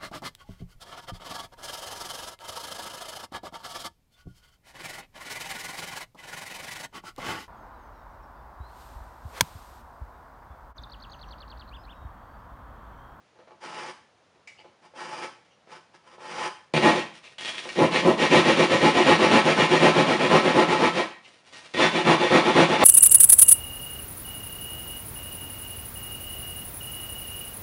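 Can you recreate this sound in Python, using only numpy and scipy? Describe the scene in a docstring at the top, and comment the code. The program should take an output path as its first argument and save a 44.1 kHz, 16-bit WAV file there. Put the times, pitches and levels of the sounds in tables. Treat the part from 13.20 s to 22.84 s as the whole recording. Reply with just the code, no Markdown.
"""A jab saw is punched through drywall, rasps back and forth, is drawn out, and starts a second cut.
Its teeth shake the sheet and crush the gypsum core: jolts and grains through sheet and blade resonances.
Before that a pencil traces three sides of an outlet box: grain noise shaped by pressure.
Box, pencil and saw handle knock, tick and squeak. The empty room adds a short ring and faint air noise.
"""
import sys
import numpy as np
from scipy import signal
from scipy.fft import rfft, irfft
from scipy.io import wavfile
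from scipy.ndimage import uniform_filter1d

SR = 44100
rng = np.random.default_rng(int(sys.argv[2]) if len(sys.argv) > 2 else 0)


def output_pcm(signal):
    """Save a mono or channel-first signal as 16-bit PCM at the path in sys.argv[1].

    Samples are clipped to [-1, 1] before scaling.
    """
    pcm = np.clip(np.atleast_2d(signal).T, -1, 1) * 32767
    wavfile.write(sys.argv[1], SR, np.round(pcm).astype(np.int16))


N = 425124
TIME_S = np.arange(N) / SR

# Table levels are relative: filters, mix gains and the room follow.
# faint air of the room: freq_hz, spectrum_db
AIR_SPECTRUM = [(15, -57.5), (25, -38.5), (96, -3), (410, -6.5), (478, -2), (4260, -17.5), (6730, -22.5),
                (7460, -26.5), (8050, -31), (9620, -27.5), (10900, -41), (14200, -34), (22000, -120)]
AIR_DB = -63.5
# ring of the room: freq_hz, t60_s
ROOM_DECAY = [(150, 0.54), (400, 0.23), (1000, 0.44), (2800, 0.44), (7300, 0.42)]

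# sheet between its studs: freq_hz, width_hz, lift_db
BOARD_MODES = [(159.6, 24.6, 9), (214, 15, 5.5), (357, 37, 9.5), (534, 101, 7), (859, 48, 6.5),
               (1023, 25, 4), (1042, 41, 2), (1110, 20, 6.5), (1309.5, 30, 9), (1754, 25, 6),
               (2273, 110, 3.5)]
# steel blade: freq_hz, width_hz, lift_db
BLADE_MODES = [(1880, 39, 7.5), (2510, 430, 0.5), (2740, 90, 1.5), (2950, 100, 0)]
# plastic box: freq_hz, width_hz, lift_db
BOX_MODES = [(2046, 200, 13), (2290, 200, 13), (2950, 220, 8), (4950, 450, 8)]
# box pressed against the pencil: freq_hz, width_hz, lift_db
PENCIL_MODES = [(494, 45, 2), (870, 350, 5.5), (3060, 220, 3.5), (4900, 350, 6.5)]

# sheet shaken by the teeth: freq_hz, spectrum_db
THUD_SPECTRUM = [(25, -50.5), (62, -33.5), (95, -8), (150, -2), (300, 0.5), (480, -2.5), (650, -4.5),
                 (1000, -9.5), (2000, -31.5), (6000, -42.5)]
# teeth on the paper face: freq_hz, spectrum_db
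RASP_SPECTRUM = [(100, -50.5), (400, -11), (750, 4), (1100, 0.5), (1500, -2.5), (2500, -11.5), (5000, -37),
                 (10000, -52)]
# crushed gypsum: freq_hz, spectrum_db
CRUNCH_SPECTRUM = [(100, -21.5), (600, -9), (1400, -4.5), (2000, 1.5), (3000, -0.5), (4000, -4.5),
                   (5000, -10.5), (6500, -15.5), (7400, -18), (7900, -24.5), (9000, -18), (10200, -30.5)]
# blade sliding over grit: freq_hz, spectrum_db
SCRAPE_SPECTRUM = [(20, -38), (100, -6), (250, -0.5), (700, 1), (1400, -1), (2400, 0), (4000, -2),
                   (6500, -9), (8000, -14), (9200, -12), (10500, -23)]
# pencil on paper: freq_hz, spectrum_db
GRAPHITE_SPECTRUM = [(60, -32), (150, -11), (350, -5.5), (600, -5.5), (1000, -4), (1500, -3.5),
                     (2200, -7.5), (3000, -10), (4200, -16.5), (5400, -14.5), (7800, -24), (9300, -22),
                     (10500, -34)]
# dull touch: freq_hz, spectrum_db
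KNOCK_SPECTRUM = [(20, -45), (200, -3), (600, 5.5), (1100, -2), (2000, -11), (5000, -21), (10000, -45)]
# sharp touch: freq_hz, spectrum_db
TICK_SPECTRUM = [(20, -60), (200, -11), (1500, -5), (2100, -1), (4000, -6), (7000, -7), (10000, -20)]

# box, pencil and saw handle knocking on the board: start_s, level_db
KNOCKS = [(.159, -56), (.189, -47), (.273, -47), (.308, -49), (1.148, -56), (1.389, -51), (1.444, -46),
          (1.737, -47.5), (2.472, -49), (2.98, -44), (4.452, -34.5)]
# ticks and creaks of the box and the saw in the hand: start_s, level_db
TICKS = [(1.274, -43.5), (1.316, -57), (1.4, -54), (2.249, -59), (8.053, -54)]
KNOCK_DECAY_S, TICK_DECAY_S = 0.025, 0.021

# box or blade shifted: start_s, length_s, pitch_hz, overtone_hz, level_db
SQUEAKS = [(1.367, 0.054, 2850, 4700, -54.5), (2.292, .06, 3000, 6000, -64),
           (4.027, 0.066, 2550, 3650, -45.5), (8.032, .05, 2800, 4000, -49)]
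SQUEAK_ATTACK_S, SQUEAK_RELEASE_S, SQUEAK_WIDTH_HZ, OVERTONE_DB = 0.03, 0.03, 500, -7.5

# pencil lines and short touches on the paper face: start_s, length_s, level_db, swell_db (start to end)
PENCIL_LINES = [(.4, .325, -36, 3.5), (1.605, 0.076, -48, -4), (1.74, 0.34, -34.5, 2.5),
                (2.475, 0.12, -44, -1), (2.715, 0.057, -48, 6), (2.83, 0.14, -49, 1),
                (2.98, 0.31, -32.5, 19)]
PENCIL_ATTACK_S, PENCIL_RELEASE_S = 0.044, 0.023

# blade sliding lightly in the slot: start_s, length_s, level_db, swell_db (start to end)
SLIDES = [(3.925, .08, -50.5, -9), (4.02, .13, -54.5, -8), (4.18, .14, -36.5, 6), (4.3, 0.31, -42, -3.5),
          (8.01, 0.21, -57.5, -4), (8.235, 0.086, -55, -3), (8.31, 0.17, -46, -7),
          (8.455, 0.098, -54.5, -1)]
SLIDE_ATTACK_S, SLIDE_RELEASE_S = 0.029, 0.023

# blade singing at a pitch set by how the slot holds it: start_s, end_s, pitch_hz, width_hz, gain_db
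SINGING = [(4.15, 4.383, 3300, 165, 7.5), (8.5, 9.7, 3510, 80, 3.5)]

# push and pull, effort against a typical push: start_s, push_effort_db, pull_effort_db
STROKES = [(4.556, 0, -8.5), (4.815, 0.5, -5), (5.087, 2, -1.5), (5.338, -0.7, -3), (5.587, -0.5, -2.5),
           (5.833, 1, -2), (6.081, 0.5, -3), (6.343, -2.5, -3), (6.584, 1.5, -1.5), (6.838, -4, -4),
           (7.077, 0.6, -4), (7.322, -1.5, -5), (7.569, -3.5, -8), (8.558, -2.5, -8), (8.832, 0, -6.5),
           (9.083, 1, -5.5), (9.327, 2, -5.5), (9.578, 3, -10)]
# shove that drives the blade through, and its follow-through: start_s, length_s, effort_db
PLUNGE = [(3.609, .127, -1), (3.693, .148, -12.5)]
# saw tip jabbed into the board: start_s, effort_db, decay_s
JABS = [(3.537, -3.5, 0.068), (3.565, -4.5, 0.0078), (4.556, -18.5, .033), (8.538, -12.5, 0.036)]
# single teeth snagging as the blade is fed into the slot: start_s, level_db
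SNAGS = [(4.183, -29), (4.257, -31), (4.278, -28), (4.292, -30), (4.345, -32), (4.381, -28), (4.49, -27.5)]
SNAG_DECAY_S = 0.0065
# slow drift of the contact levels along the cut: time_s, thud_db, rasp_db, crunch_db
DRIFT = [(3.6, 0.5, 0.5, -1.5), (4.6, .5, -1, 4), (5.3, .5, -4, 0.1), (6.1, .5, .5, 1.4), (7.3, 1, 1, -2),
         (8.55, -2, 3.5, 2.5), (8.8, 0.5, 1.5, -.5), (9.6, 0.5, 1.5, -1)]

# the pull starts at PULL_SHARE of a cycle; a cycle is capped at SLOWEST_S
PUSH_S, PULL_S, PULL_SHARE, SLOWEST_S = 0.146, 0.134, 0.552, 0.275
# contact levels on a typical push, and dB gained per dB of effort
THUD_DB, RASP_DB, CRUNCH_DB = -14.5, -20.5, -22
RASP_PER_EFFORT, CRUNCH_PER_EFFORT = 1, 0.67
# until the slot opens, pushed teeth bind: they shake the sheet but cut little
SLOT_OPEN_S, BIND_DB = 4.95, -11


def from_db(db):
    """Decibels to gain."""
    return 10 ** (np.asarray(db) / 20)


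def unit(x):
    """Scales to rms 1."""
    return x / np.sqrt(np.mean(x ** 2) + 1e-20)


def read(points, hz):
    """Reads a table along a log-frequency axis."""
    table_hz, value = np.transpose(points)
    return np.interp(np.log(hz + 1), np.log(table_hz + 1), value)


def colour(x, spectrum, modes=(), size=8192):
    """Minimum-phase filter of energy 1: a broad spectrum lifted by ringing resonances."""
    hz = np.fft.rfftfreq(size, 1 / SR)
    db = read(spectrum, hz)
    for mode_hz, width_hz, lift_db in modes:
        db = db + lift_db / (1 + (2 * (hz - mode_hz) / width_hz) ** 2)
    # folding the cepstrum makes the response causal
    cepstrum = irfft(np.log(from_db(db)))
    cepstrum[1:size // 2] *= 2
    cepstrum[size // 2 + 1:] = 0
    ring = irfft(np.exp(rfft(cepstrum)))[:size // 2]
    return signal.oaconvolve(x, ring / np.linalg.norm(ring))[:N]


def grains(per_s, spread_db):
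    """Tiny fractures at random moments, a few much larger than the rest; rms 1."""
    sizes = from_db(spread_db * np.minimum(rng.exponential(1, N), 4))
    signs = rng.choice([-1, 1], N)
    return unit(sizes * signs * (rng.random(N) < per_s / SR))


def flutter(per_s, depth_db):
    """Unevenness: a gain of rms 1 that wanders at the given rate."""
    knots = rng.standard_normal(N)
    return unit(from_db(depth_db * np.interp(TIME_S * per_s, np.arange(N), knots)))


def blow(start_s, level_db, decay_s):
    """Gain that jumps at a blow and dies away exponentially."""
    return from_db(level_db) * (TIME_S >= start_s) * np.exp(-abs(TIME_S - start_s) / decay_s)


def rubs(rows, attack_s, release_s):
    """Gain of rubbing moves: each sets in, swells or eases evenly in dB, and lifts off."""
    gain = np.zeros(N)
    for start_s, length_s, level_db, swell_db in rows:
        moving = (TIME_S > start_s) & (TIME_S < start_s + length_s)
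        age_s = TIME_S[moving] - start_s
        touch = np.minimum(age_s / attack_s, 1) * np.minimum((length_s - age_s) / release_s, 1)
        gain[moving] += touch * from_db(level_db + swell_db * (age_s / length_s - 0.5))
    return gain


def contacts(rows, decay_s, click_db=14):
    """Each touch starts with a click and ends in a brief scuff."""
    scuff_gain = sum(blow(start_s, level_db, decay_s) for start_s, level_db in rows)
    force = scuff_gain * grains(5000, 2.7)
    for start_s, level_db in rows:
        force[int(start_s * SR)] += from_db(level_db + click_db)
    return force


def air():
    """Faint steady noise of the quiet room."""
    return from_db(AIR_DB) * colour(rng.standard_normal(N), AIR_SPECTRUM)


def room(x, tail_db=-4, early_db=-3, early_cut_hz=800, tail_cut_hz=260):
    """Direct sound, a few hard stud reflections, then a tail whose bands die at their own speeds."""
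    tap_s = TIME_S[:SR * 3 // 4]
    signs = rng.choice([-1., 1.], len(tap_s))
    taps = signs * (rng.random(len(tap_s)) < 3000 / SR) * (tap_s > 0.008)
    hz, age_s, bands = signal.stft(taps, SR, nperseg=256)
    decay = from_db(-60 * age_s / read(ROOM_DECAY, hz)[:, None])
    tail = signal.istft(bands * decay, SR, nperseg=256)[1]
    early = np.zeros(len(tail))
    delays_s = rng.uniform(0.002, 0.014, size=8)
    early[(delays_s * SR).astype(int)] = rng.choice([-1., 1.], size=8)
    # narrow timbers throw back little bass, and the open walls let it escape
    early = signal.sosfilt(signal.butter(2, early_cut_hz, "high", fs=SR, output="sos"), early)
    tail = signal.sosfilt(signal.butter(1, tail_cut_hz, "high", fs=SR, output="sos"), tail)
    echo = from_db(tail_db) * tail / np.linalg.norm(tail)
    echo += from_db(early_db) * early / np.linalg.norm(early)
    echo[0] += 1  # direct sound
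    return signal.oaconvolve(x, echo / np.linalg.norm(echo))[:N]


def handling():
    """Dull touches sound the board, sharp ones the box."""
    knocks = colour(contacts(KNOCKS, KNOCK_DECAY_S), KNOCK_SPECTRUM, BOARD_MODES)
    ticks = colour(contacts(TICKS, TICK_DECAY_S), TICK_SPECTRUM, BOX_MODES)
    return knocks + ticks


def squeak_band(slips, centre_hz):
    """Slip noise in one resonance, rms 1."""
    edges_hz = [centre_hz - SQUEAK_WIDTH_HZ / 2, centre_hz + SQUEAK_WIDTH_HZ / 2]
    return unit(signal.sosfilt(signal.butter(2, edges_hz, "band", fs=SR, output="sos"), slips))


def squeaks():
    """Quick uneven slips ring a resonance and its overtone."""
    slips = grains(3200, 4.7)
    out = np.zeros(N)
    for start_s, length_s, pitch_hz, overtone_hz, level_db in SQUEAKS:
        gain = rubs([(start_s, length_s, level_db, 0)], SQUEAK_ATTACK_S, SQUEAK_RELEASE_S)
        overtone = from_db(OVERTONE_DB) * squeak_band(slips, overtone_hz)
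        out += gain * (squeak_band(slips, pitch_hz) + overtone)
    return out


def pencil():
    """Graphite skips over paper fibres, and the sheet radiates it."""
    pressure = rubs(PENCIL_LINES, PENCIL_ATTACK_S, PENCIL_RELEASE_S)
    skips = pressure * grains(7000, 3.2) * flutter(120, 2.2)
    return from_db(-3) * colour(skips, GRAPHITE_SPECTRUM, BOARD_MODES + PENCIL_MODES)


def sliding_blade():
    """The unloaded blade drags over loose grit."""
    grit = grains(4000, 4.5) * flutter(90, 2.5)
    return colour(rubs(SLIDES, SLIDE_ATTACK_S, SLIDE_RELEASE_S) * grit, SCRAPE_SPECTRUM, BLADE_MODES)


def singing_blade(cutting):
    """The grit under the teeth sets one bending mode of the blade ringing."""
    ring = np.zeros(N)
    for start_s, end_s, pitch_hz, width_hz, gain_db in SINGING:
        held = (TIME_S > start_s) & (TIME_S < end_s)
        peak = signal.iirpeak(pitch_hz, pitch_hz / width_hz, SR)
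        ring += from_db(gain_db) * signal.lfilter(*peak, cutting * held)
    return ring


def strokes():
    """Plunge moves, then pushes and pulls in turn: start_s, length_s, effort_db, bind_db."""
    moves = [(start_s, length_s, effort_db, 0) for start_s, length_s, effort_db in PLUNGE]
    starts_s = np.transpose(STROKES)[0]
    cycles_s = np.minimum(np.diff(starts_s, append=np.inf), SLOWEST_S)
    for (start_s, push_db, pull_db), cycle_s in zip(STROKES, cycles_s):
        moves.append((start_s, PUSH_S, push_db, BIND_DB * (start_s < SLOT_OPEN_S)))
        moves.append((start_s + PULL_SHARE * cycle_s, PULL_S, pull_db, 0))
    return moves


def swing(progress):
    """Blade speed, 0-1, from the start of a stroke to its end."""
    return abs(np.sin(np.pi * progress))


def stroke_gains(thud_lead=0.87, thud_power=2.04, rasp_power=1.8, crunch_power=1.045):
    """Blade speed and the thud, rasp and crunch gains, rising and falling with each stroke."""
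    speed, thud, rasp, crunch = np.zeros((4, N))
    drift_s, thud_drift_db, rasp_drift_db, crunch_drift_db = np.transpose(DRIFT)
    for start_s, length_s, effort_db, bind_db in strokes():
        moving = (TIME_S > start_s) & (TIME_S < start_s + length_s)
        progress = (TIME_S[moving] - start_s) / length_s
        speed[moving] = np.maximum(speed[moving], swing(progress))
        thud_db = THUD_DB + effort_db + np.interp(start_s, drift_s, thud_drift_db)
        rasp_db = RASP_DB + RASP_PER_EFFORT * effort_db + bind_db
        rasp_db += np.interp(start_s, drift_s, rasp_drift_db)
        crunch_db = CRUNCH_DB + CRUNCH_PER_EFFORT * effort_db + bind_db
        crunch_db += np.interp(start_s, drift_s, crunch_drift_db)
        # the thud peaks a little before mid-stroke, as the teeth dig in
        thud[moving] += from_db(thud_db) * swing(progress ** thud_lead) ** thud_power
        rasp[moving] += from_db(rasp_db) * swing(progress) ** rasp_power
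        crunch[moving] += from_db(crunch_db) * swing(progress) ** crunch_power
    return speed, thud, rasp, crunch


def teeth(speed, peak_per_s=330, spread_db=1.0):
    """One jolt each time a tooth catches; the rate follows the blade, with uneven slips."""
    rate_per_s = peak_per_s * (0.25 + 0.75 * speed) * flutter(400, 4)
    caught = np.diff(np.floor(np.cumsum(rate_per_s) / SR), prepend=0)
    jolts = caught * from_db(spread_db * np.clip(rng.standard_normal(N), -2, 2))
    # the arm keeps a steady force: divide by the local rms
    return jolts / np.sqrt(abs(uniform_filter1d(jolts ** 2, size=2600)) + 1e-9)


def crumbling(jolts, crumble_s=0.0021, bite_share=0.16):
    """Grain gain: each jolt adds a burst of power that dies away over a steady part."""
    keep = np.exp(-2 / (crumble_s * SR))  # power decays twice as fast as amplitude
    bursts = signal.lfilter([1 - keep], [1, -keep], jolts ** 2)
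    return np.sqrt(1 - bite_share + bite_share * bursts)


def saw():
    """Teeth jolt the sheet, and each jolt sheds a burst of paper and gypsum grains."""
    speed, thud, rasp, crunch = stroke_gains()
    for start_s, effort_db, decay_s in JABS:
        thud += blow(start_s, THUD_DB + effort_db, decay_s)
        crunch += blow(start_s, CRUNCH_DB + CRUNCH_PER_EFFORT * effort_db, decay_s)
    for start_s, level_db in SNAGS:
        crunch += blow(start_s, level_db, SNAG_DECAY_S)
    jolts = teeth(speed)
    crumble = crumbling(jolts)
    shaking = thud * (0.84 * jolts + 0.5 * grains(2500, 4.8))
    tearing = rasp * crumble * grains(2500, 2.9)
    crushing = crunch * crumble * grains(6000, 2.44)
    sheet = from_db(1) * colour(shaking, THUD_SPECTRUM, BOARD_MODES)
    paper = from_db(0.5) * colour(tearing, RASP_SPECTRUM, BOARD_MODES)
    gypsum = from_db(0.17) * colour(crushing, CRUNCH_SPECTRUM, BOARD_MODES + BLADE_MODES)
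    return sheet + paper + gypsum


def scene():
    """Saw, pencil and handling in the room, over its faint air."""
    cutting = saw() + sliding_blade()
    sources = cutting + singing_blade(cutting) + pencil() + handling() + squeaks()
    return (room(sources) + air())[None]


def record(dry, edge_hz=10750):
    """Rounds off the tallest peaks and limits the band."""
    rounded = np.tanh(dry * 0.8) / 0.8
    lowpass = signal.firwin(161, edge_hz, window=("kaiser", 7), fs=SR)
    return signal.oaconvolve(rounded, lowpass[None], "same")


dry = scene()
out = record(dry)
output_pcm(out)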